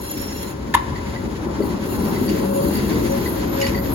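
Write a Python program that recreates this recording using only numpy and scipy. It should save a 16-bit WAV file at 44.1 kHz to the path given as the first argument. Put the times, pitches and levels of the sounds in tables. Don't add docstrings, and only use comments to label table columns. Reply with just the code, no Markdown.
import sys
import numpy as np
from scipy import signal
from scipy.fft import rfft, irfft
from scipy.io import wavfile

SR = 44100
rng = np.random.default_rng(int(sys.argv[2]) if len(sys.argv) > 2 else 0)


def materialize(psi):
    bounded = np.clip(np.atleast_2d(psi).T, -1, 1)
    quanta = np.round(bounded * 32767).astype(np.int16)
    wavfile.write(sys.argv[1], SR, quanta)


N = 173754
T = np.arange(N) / SR
HZ = np.maximum(np.arange(N // 2 + 1) * SR / N, 1)


def from_db(db):
    return 10 ** (np.asarray(db) / 20)


def rms_one(x):
    return x / np.sqrt(np.mean(x ** 2) + 1e-20)


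def in_time(rows):
    s, *columns = np.transpose(rows)
    return [np.interp(T, s, column) for column in columns]


def at_hz(points, hz=HZ):
    f, value = np.transpose(points)
    return np.interp(np.log(hz), np.log(f), value)


def drift(rate_hz):
    spectrum = rfft(rng.standard_normal(N))
    return rms_one(irfft(spectrum / (1 + (HZ / rate_hz) ** 2), N))


def pan(db):
    return from_db(np.array([[.5], [-.5]]) * db)


# f/Hz, correlation (1 = the same, 0 = unrelated)
CHANNEL_LIKENESS = [(60,.96),(100,.95),(160,.88),(300,.8),(450,.6),(740,.25),(1100,.45),(2000,.35),(4000,.25),(7000,.5),(10000,.7)]
# f/Hz, delay/s
LEFT_DELAY = [(400,-.00012),(750,.00002),(1400,.00023),(10000,.0003)]
# f/Hz, level/dB
LEFT_BALANCE = [(60,2.5),(160,2),(450,4),(1200,6),(2000,1.5),(3300,0.5),(5500,-2),(9000,0)]


def noise(gain):
    mid, side = rfft(rng.standard_normal((2, N)))
    alike = np.clip(at_hz(CHANNEL_LIKENESS), -.99, .99)
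    pair = np.sqrt(1 + alike) * mid + np.sqrt(1 - alike) * side * [[1], [-1]]
    pair[0] *= np.exp(-2j * np.pi * HZ * at_hz(LEFT_DELAY))
    x = irfft(pair * gain * pan(at_hz(LEFT_BALANCE)), N)
    return x / x.mean(0).std()


def coloured(spectrum):
    return noise(from_db(at_hz(spectrum)))


def resonance(hz, width_hz):
    return rms_one(1 / (1 + ((HZ - hz) / width_hz) ** 2))


def bursts(rows, rise_s, decay_s):
    total = 0
    for s, db in rows:
        rise = np.clip((T - s) / rise_s, 0, 1)
        fall = np.exp(-np.maximum(T - s - rise_s, 0) / decay_s)
        total = total + from_db(db) * rise * fall
    return total


def strike(hits, modes, contact_s):
    out = np.zeros(N)
    for s, db in hits:
        first = int(s * SR)
        age = T[:min(SR // 2, N - first)]
        ring = 0
        for hz, level, t60 in modes:
            ring = ring + from_db(db + level - 60 * age / t60) * np.sin(2 * np.pi * hz * age)
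        out[first:first + len(age)] += ring * (1 - np.exp(-(age / contact_s) ** 2))
    return out


# t/s, rumble level/dB, drone level/dB
BODY_LEVELS = [(0.0, -37.5, -32), (0.7, -31, -30.5), (0.84, -34, -33), (0.92, -25.5, -29),
               (1.04, -30.5, -31.5), (1.33, -32, -27), (2.37, -36.5, -21.5), (2.53, -38.5, -24),
               (2.98, -28, -21), (3.16, -28, -25.5), (3.57, -29.5, -24.5), (3.94, -27, -23.5)]
# f/Hz, level/dB
RUMBLE_COLOUR = [(28,-24),(36,-9),(46,-4),(59,4),(72,2),(100,-5),(140,-1.5),(190,-21),(300,-82)]
# f/Hz, level/dB
DRONE_COLOUR = [(100,-6),(150,-8),(195,0),(260,-2),(340,-2),(420,-7.5),(500,-15),(680,-27.5),(1200,-91)]
RUMBLE_TRIM_DB, DRONE_TRIM_DB = -0.5, 1


def rumble_and_drone():
    rumble_db, drone_db = in_time(BODY_LEVELS)
    rumble = from_db(RUMBLE_TRIM_DB + rumble_db) * coloured(RUMBLE_COLOUR)
    unsteady_db = 1.16 * drift(5.4)
    drone = from_db(DRONE_TRIM_DB + drone_db + unsteady_db) * coloured(DRONE_COLOUR)
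    return rumble + drone


# t/s, level/dB
ROLL_LEVEL = [(0.0, -43), (0.76, -41), (0.92, -38.5), (1.24, -41.5), (1.38, -38), (1.63, -36), (3.94, -35)]
# f/Hz, level/dB
ROLL_COLOUR = [(150,-39),(400,0),(520,-3.5),(556,3),(585,-2),(690,-4),(850,0),(1020,1.5),(1200,-8),(1350,-5.5),(1600,-12.5),(2500,-25.5),(5000,-66)]
ROLL_TRIM_DB = 1


def wheel_roll():
    roll_db, = in_time(ROLL_LEVEL)
    return from_db(ROLL_TRIM_DB + roll_db + 1.36 * drift(11.4)) * coloured(ROLL_COLOUR)


# t/s, level/dB
GRIT_LEVEL = [(0,-47),(.45,-44),(.6,-46.5),(1.0,-45),(1.5,-44),(1.9,-44.5),(2.2,-39.5),(2.5,-43.5),(3.05,-39),(3.45,-41),(3.62,-38.5),(3.94,-42)]
# f/Hz, level/dB
GRIT_TONE = [(900,-14.5),(1500,2.5),(2050,4),(2400,-1.5),(3400,-3.5),(4500,-3.5),(5800,-8),(7300,-6.5),(8300,-34),(10500,-9.5),(16000,-34)]


def rail_grit():
    grit_db, = in_time(GRIT_LEVEL)
    return from_db(grit_db + 2.12 * drift(14)) * coloured(GRIT_TONE)


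# t/s, level/dB
RUB_LEVEL = [(0,-45.5),(.12,-38.5),(.3,-44.5),(.49,-42),(.55,-55),(.9,-54.5),(1.2,-52.5),(1.56,-54.5),(1.66,-42.5),(1.76,-53),(1.9,-40),(2.3,-42),(2.45,-41),(2.7,-37),(3.0,-41),(3.3,-39.5),(3.48,-51),(3.94,-44.5)]
# f/Hz, level/dB
HISS_COLOUR = [(2000,-17),(4100,-1.5),(5100,-4.5),(7300,-1.5),(8400,-28),(9700,3.5),(11400,0.5),(12600,5.5),(13500,-24),(14500,0),(15700,5)]
# f/Hz, width/Hz, front bogie level/dB, later bogies level/dB
WHEEL_MODES = [(2745,55,-18.5,-21),(3275,50,-18,-24),(4120,92,-14.5,-20),(4550,100,-35,-22.5),(6860,49,-9,-20),(9720,120,-12.5,-17),(11335,75,-11,-14),(14600,115,-14.5,-13)]
HISS_TRIM_DB, RING_TRIM_DB, RING_FLUTTER_DB = -1, 5.5, 3
BOGIE_CHANGE_S = 1.2
RING_THRESHOLD_DB, RING_KNEE_DB = -53, 2


def flanges():
    rub_db, = in_time(RUB_LEVEL)
    grip = 1 / (1 + np.exp((RING_THRESHOLD_DB - rub_db) / RING_KNEE_DB))
    rings = 0
    for hz, width, front_db, later_db in WHEEL_MODES:
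        mode_db = np.where(T < BOGIE_CHANGE_S, front_db, later_db) + RING_FLUTTER_DB * drift(18)
        rings = rings + from_db(mode_db) * noise(resonance(hz, width))
    hiss = from_db(HISS_TRIM_DB) * coloured(HISS_COLOUR)
    ringing = from_db(RING_TRIM_DB) * grip * rings
    return from_db(rub_db + 0.97 * drift(17)) * (hiss + ringing)


# peak t/s, time from the peak to 1/e of it/s, f/Hz, level/dB
FLANGE_WHISTLES = [(.24,.2,5472,-45),(2.1,.15,5472,-54),(3.1,.1,5942,-49)]
WHISTLE_WIDTH_HZ = 26


def flange_whistles():
    out = 0
    for s, spread, hz, db in FLANGE_WHISTLES:
        swell = np.exp(-((T - s) / spread) ** 2)
        out = out + from_db(db) * swell * noise(resonance(hz, WHISTLE_WIDTH_HZ))
    return out


STREET_DB, STREET_T60_S, STREET_DELAY_S = -7, 0.19, .013
SQUARE_DB, SQUARE_T60_S, SQUARE_DELAY_S = -14.5, 1.8, 0.064
ECHO_DULL_HZ = 3570


def street(x):
    age = T[:SR]
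    echo = 0
    for db, t60, delay in ((STREET_DB, STREET_T60_S, STREET_DELAY_S),
                           (SQUARE_DB, SQUARE_T60_S, SQUARE_DELAY_S)):
        fade = from_db(-60 * age / t60) * (age > delay)
        echo = echo + from_db(db) * rng.standard_normal((2, SR)) * fade / np.linalg.norm(fade)
    echo = signal.lfilter(*signal.butter(1, ECHO_DULL_HZ, fs=SR), echo)
    return signal.fftconvolve(x, echo, axes=1)[:, :N]


# t/s, low modes level/dB, high modes level/dB, crack level/dB
CLACK_CONTACTS = [(.7393,-13,1,-20),(.7426,-2.5,-0.5,-20),(.7459,-10,-18,-18),(.7478,5,-25,-28),(.7499,3,-26,-26),(.7509,-6,-26,-21)]
# f/Hz, level/dB, t60/s
CLACK_LOW_MODES = [(870,-24,0.017),(997,-1,0.017),(1090,-25,0.018)]
# f/Hz, level/dB, t60/s
CLACK_HIGH_MODES = [(1490,-29,0.046),(1727,-10.5,0.059),(2060,-17.5,0.057),(2810,-27,0.066),(3200,-24,.04),(3610,-19.5,.032),(5060,-23,0.033)]
# f/Hz, level/dB
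CRACK_COLOUR = [(300,-35),(700,1),(1100,9.5),(2200,2.5),(3800,-1),(5200,-12),(7000,-5.5),(8400,-27),(10300,-1),(12500,-6),(13500,-24),(15000,-12)]
CLACK_CONTACT_S, LEFT_LAG_S = 0.0012, 0.000096
CRACK_RISE_S, CRACK_DECAY_S = 0.00039, 0.0041
CLACK_TRIM_DB, CLACK_LOW_CUT_HZ = -1, 530


def clack():
    channels = []
    for lag in (LEFT_LAG_S, 0):
        low_hits = [(s + lag, low_db) for s, low_db, _, _ in CLACK_CONTACTS]
        high_hits = [(s + lag, high_db) for s, _, high_db, _ in CLACK_CONTACTS]
        channels.append(strike(low_hits, CLACK_LOW_MODES, CLACK_CONTACT_S)
                        + strike(high_hits, CLACK_HIGH_MODES, CLACK_CONTACT_S))
    ring = np.array(channels) * pan(db=2.0)
    crack_hits = [(s, crack_db) for s, _, _, crack_db in CLACK_CONTACTS]
    crack = bursts(crack_hits, CRACK_RISE_S, CRACK_DECAY_S) * coloured(CRACK_COLOUR)
    low_cut = signal.butter(3, CLACK_LOW_CUT_HZ, "high", fs=SR, output="sos")
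    direct = from_db(CLACK_TRIM_DB) * signal.sosfilt(low_cut, ring + crack)
    return direct + street(direct)


# t/s, low mode level/dB, high mode level/dB
WHEEL_SLIPS = [(.955,-35,-48),(1.157,-38,-51),(1.62,-42,-46),(2.156,-38,-45),(2.275,-46,-31),(2.75,-41,-34.5),(2.775,-47,-41),(2.925,-45,-42),(3.062,-43,-43),(3.257,-33,-37),(3.625,-24,-33),(3.633,-41,-42),(3.647,-38,-39),(3.744,-31,-39.5),(3.773,-32,-42)]
SLIP_HZ, SLIP_WANDER_HZ = (1980, 4564), (58, 85)
SLIP_RISE_S, SLIP_DECAY_S, SLIP_RAGGED_DB = 0.0054, 0.018, 3


def slips():
    out = 0
    for k, hz in enumerate(SLIP_HZ):
        pitch = [hz + SLIP_WANDER_HZ[k] * drift(150.3) for _ in range(2)]
        phase = 2 * np.pi * np.cumsum(pitch, axis=1) / SR
        ragged = rms_one(from_db(SLIP_RAGGED_DB * drift(110)))
        hits = [(row[0], row[k + 1]) for row in WHEEL_SLIPS]
        out = out + 2 * np.sin(phase) * ragged * bursts(hits, SLIP_RISE_S, SLIP_DECAY_S)
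    return out


# t/s, level/dB
BODY_BUMPS = [(1.602,2),(1.6115,-11),(1.632,-6),(1.673,-15)]
# f/Hz, level/dB, t60/s
BODY_MODES = [(241,-18,0.078),(340,-11,0.051),(386,-11,0.07),(578,-25,0.14)]
BUMP_CONTACT_S = 0.0022


def body_bumps():
    return strike(BODY_BUMPS, BODY_MODES, BUMP_CONTACT_S) * pan(db=6)


BOOM_HZ, BOOM_PEAK_S, BOOM_SPREAD_S, BOOM_DB = 205.7, 2.54, 0.26, -27.5


def panel_boom():
    phase = 2 * np.pi * np.cumsum(BOOM_HZ * (1 + 0.026 * drift(7.8))) / SR
    swell = np.exp(-((T - BOOM_PEAK_S) / BOOM_SPREAD_S) ** 2)
    return from_db(BOOM_DB + 2 * drift(19)) * swell * np.sin(phase) * pan(db=6)


# t/s, level/dB
GROAN_LEVEL = [(2.2,-45),(2.3,-37.5),(2.5,-28.5),(2.6,-22),(2.72,-40.5),(2.8,-55),(3.0,-39),(3.14,-25),(3.2,-36.5),(3.3,-49.5),(3.38,-32),(3.52,-37.5),(3.63,-22),(3.72,-35),(3.8,-31.5),(3.94,-41)]
# t/s, f/Hz
GROAN_HZ = [(2.54,554),(2.62,560),(2.72,565),(3.05,548),(3.2,562),(3.36,549.5)]
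GROAN_WAVER, GROAN_OCTAVE_DB = 0.005, -22


def groan():
    db, = in_time(GROAN_LEVEL)
    hz, = in_time(GROAN_HZ)
    phase = 2 * np.pi * np.cumsum(hz * (1 + GROAN_WAVER * drift(12.3))) / SR
    phase = phase + np.array([[2.1], [0]])
    tone = np.sin(phase) + from_db(GROAN_OCTAVE_DB) * np.sin(2 * phase)
    return 2 * from_db(db + 2.0 * drift(24)) * tone * pan(db=2.5)


# t/s, level/dB
GRIT_SCRAPES = [(2.29,-32.5),(3.598,-33.5),(3.612,-30.5),(3.64,-34),(3.663,-32),(3.68,-38)]
# f/Hz, level/dB
SCRAPE_COLOUR = [(1200,-9),(2000,0),(2450,3),(2900,0.5),(3350,-8),(3900,-3),(5000,-3),(7000,-8),(8400,-18),(11500,-3),(13500,-16)]
SCRAPE_RISE_S, SCRAPE_DECAY_S = 0.0027, 0.019
SCRAPE_GRAIN_DB, SCRAPE_GRAIN_RATE_HZ = 1.5, 250


def scrapes():
    grains = rms_one(from_db(SCRAPE_GRAIN_DB * drift(SCRAPE_GRAIN_RATE_HZ)))
    return bursts(GRIT_SCRAPES, SCRAPE_RISE_S, SCRAPE_DECAY_S) * grains * coloured(SCRAPE_COLOUR)


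# t/s, level/dB
STEEL_CLINKS = [(2.297,-10),(3.6145,2),(3.6225,-6),(3.6655,-2),(3.6705,-11)]
# f/Hz, level/dB, t60/s
BOGIE_MODES = [(2250,-28,0.045),(2890,-23,.05),(5200,-28,0.049),(5870,-34,.03),(6900,-26,0.035)]
CLINK_CONTACT_S = 0.00052


def rattle():
    clinks = strike(STEEL_CLINKS, BOGIE_MODES, CLINK_CONTACT_S) * pan(db=-5)
    return clinks + street(clinks)


# t/s, f/Hz, level/dB
SQUEAL_PATH = [(3.05,12300,-110),(3.11,12500,-56),(3.16,12600,-47),(3.24,12000,-46),(3.33,11500,-39),(3.42,12700,-52),(3.48,12250,-47),(3.56,11800,-40),(3.63,12400,-45),(3.71,12500,-47),(3.77,11860,-41.5),(3.85,11800,-42),(3.89,12100,-45),(3.94,11200,-33)]
SQUEAL_ROUGHNESS_HZ, SQUEAL_TRIM_DB = 93, 1


def squeal():
    hz, db = in_time(SQUEAL_PATH)
    phase = 2 * np.pi * np.cumsum(hz + 50 * drift(32)) / SR
    pair = []
    for _ in range(2):
        pair.append(drift(SQUEAL_ROUGHNESS_HZ) * np.sin(phase) + drift(SQUEAL_ROUGHNESS_HZ) * np.cos(phase))
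    return from_db(db + SQUEAL_TRIM_DB) * np.sqrt(2) * np.array(pair)


def scene():
    running = rumble_and_drone() + wheel_roll() + rail_grit() + flanges() + flange_whistles()
    knocks = clack() + body_bumps() + scrapes() + rattle()
    singing = slips() + panel_boom() + groan() + squeal()
    return running + knocks + singing


LOW_CUT_HZ, TOP_CUT_HZ, PEAK_LIMIT = 48.7, 16000, .92


def record(dry):
    low_cut = signal.butter(4, LOW_CUT_HZ, "high", fs=SR, output="sos")
    top_cut = signal.ellip(12, .1, 90, TOP_CUT_HZ, fs=SR, output="sos")
    x = signal.sosfilt(low_cut, dry)
    return signal.sosfilt(top_cut, np.clip(x, -PEAK_LIMIT, PEAK_LIMIT))


dry = scene()
out = record(dry)
materialize(out)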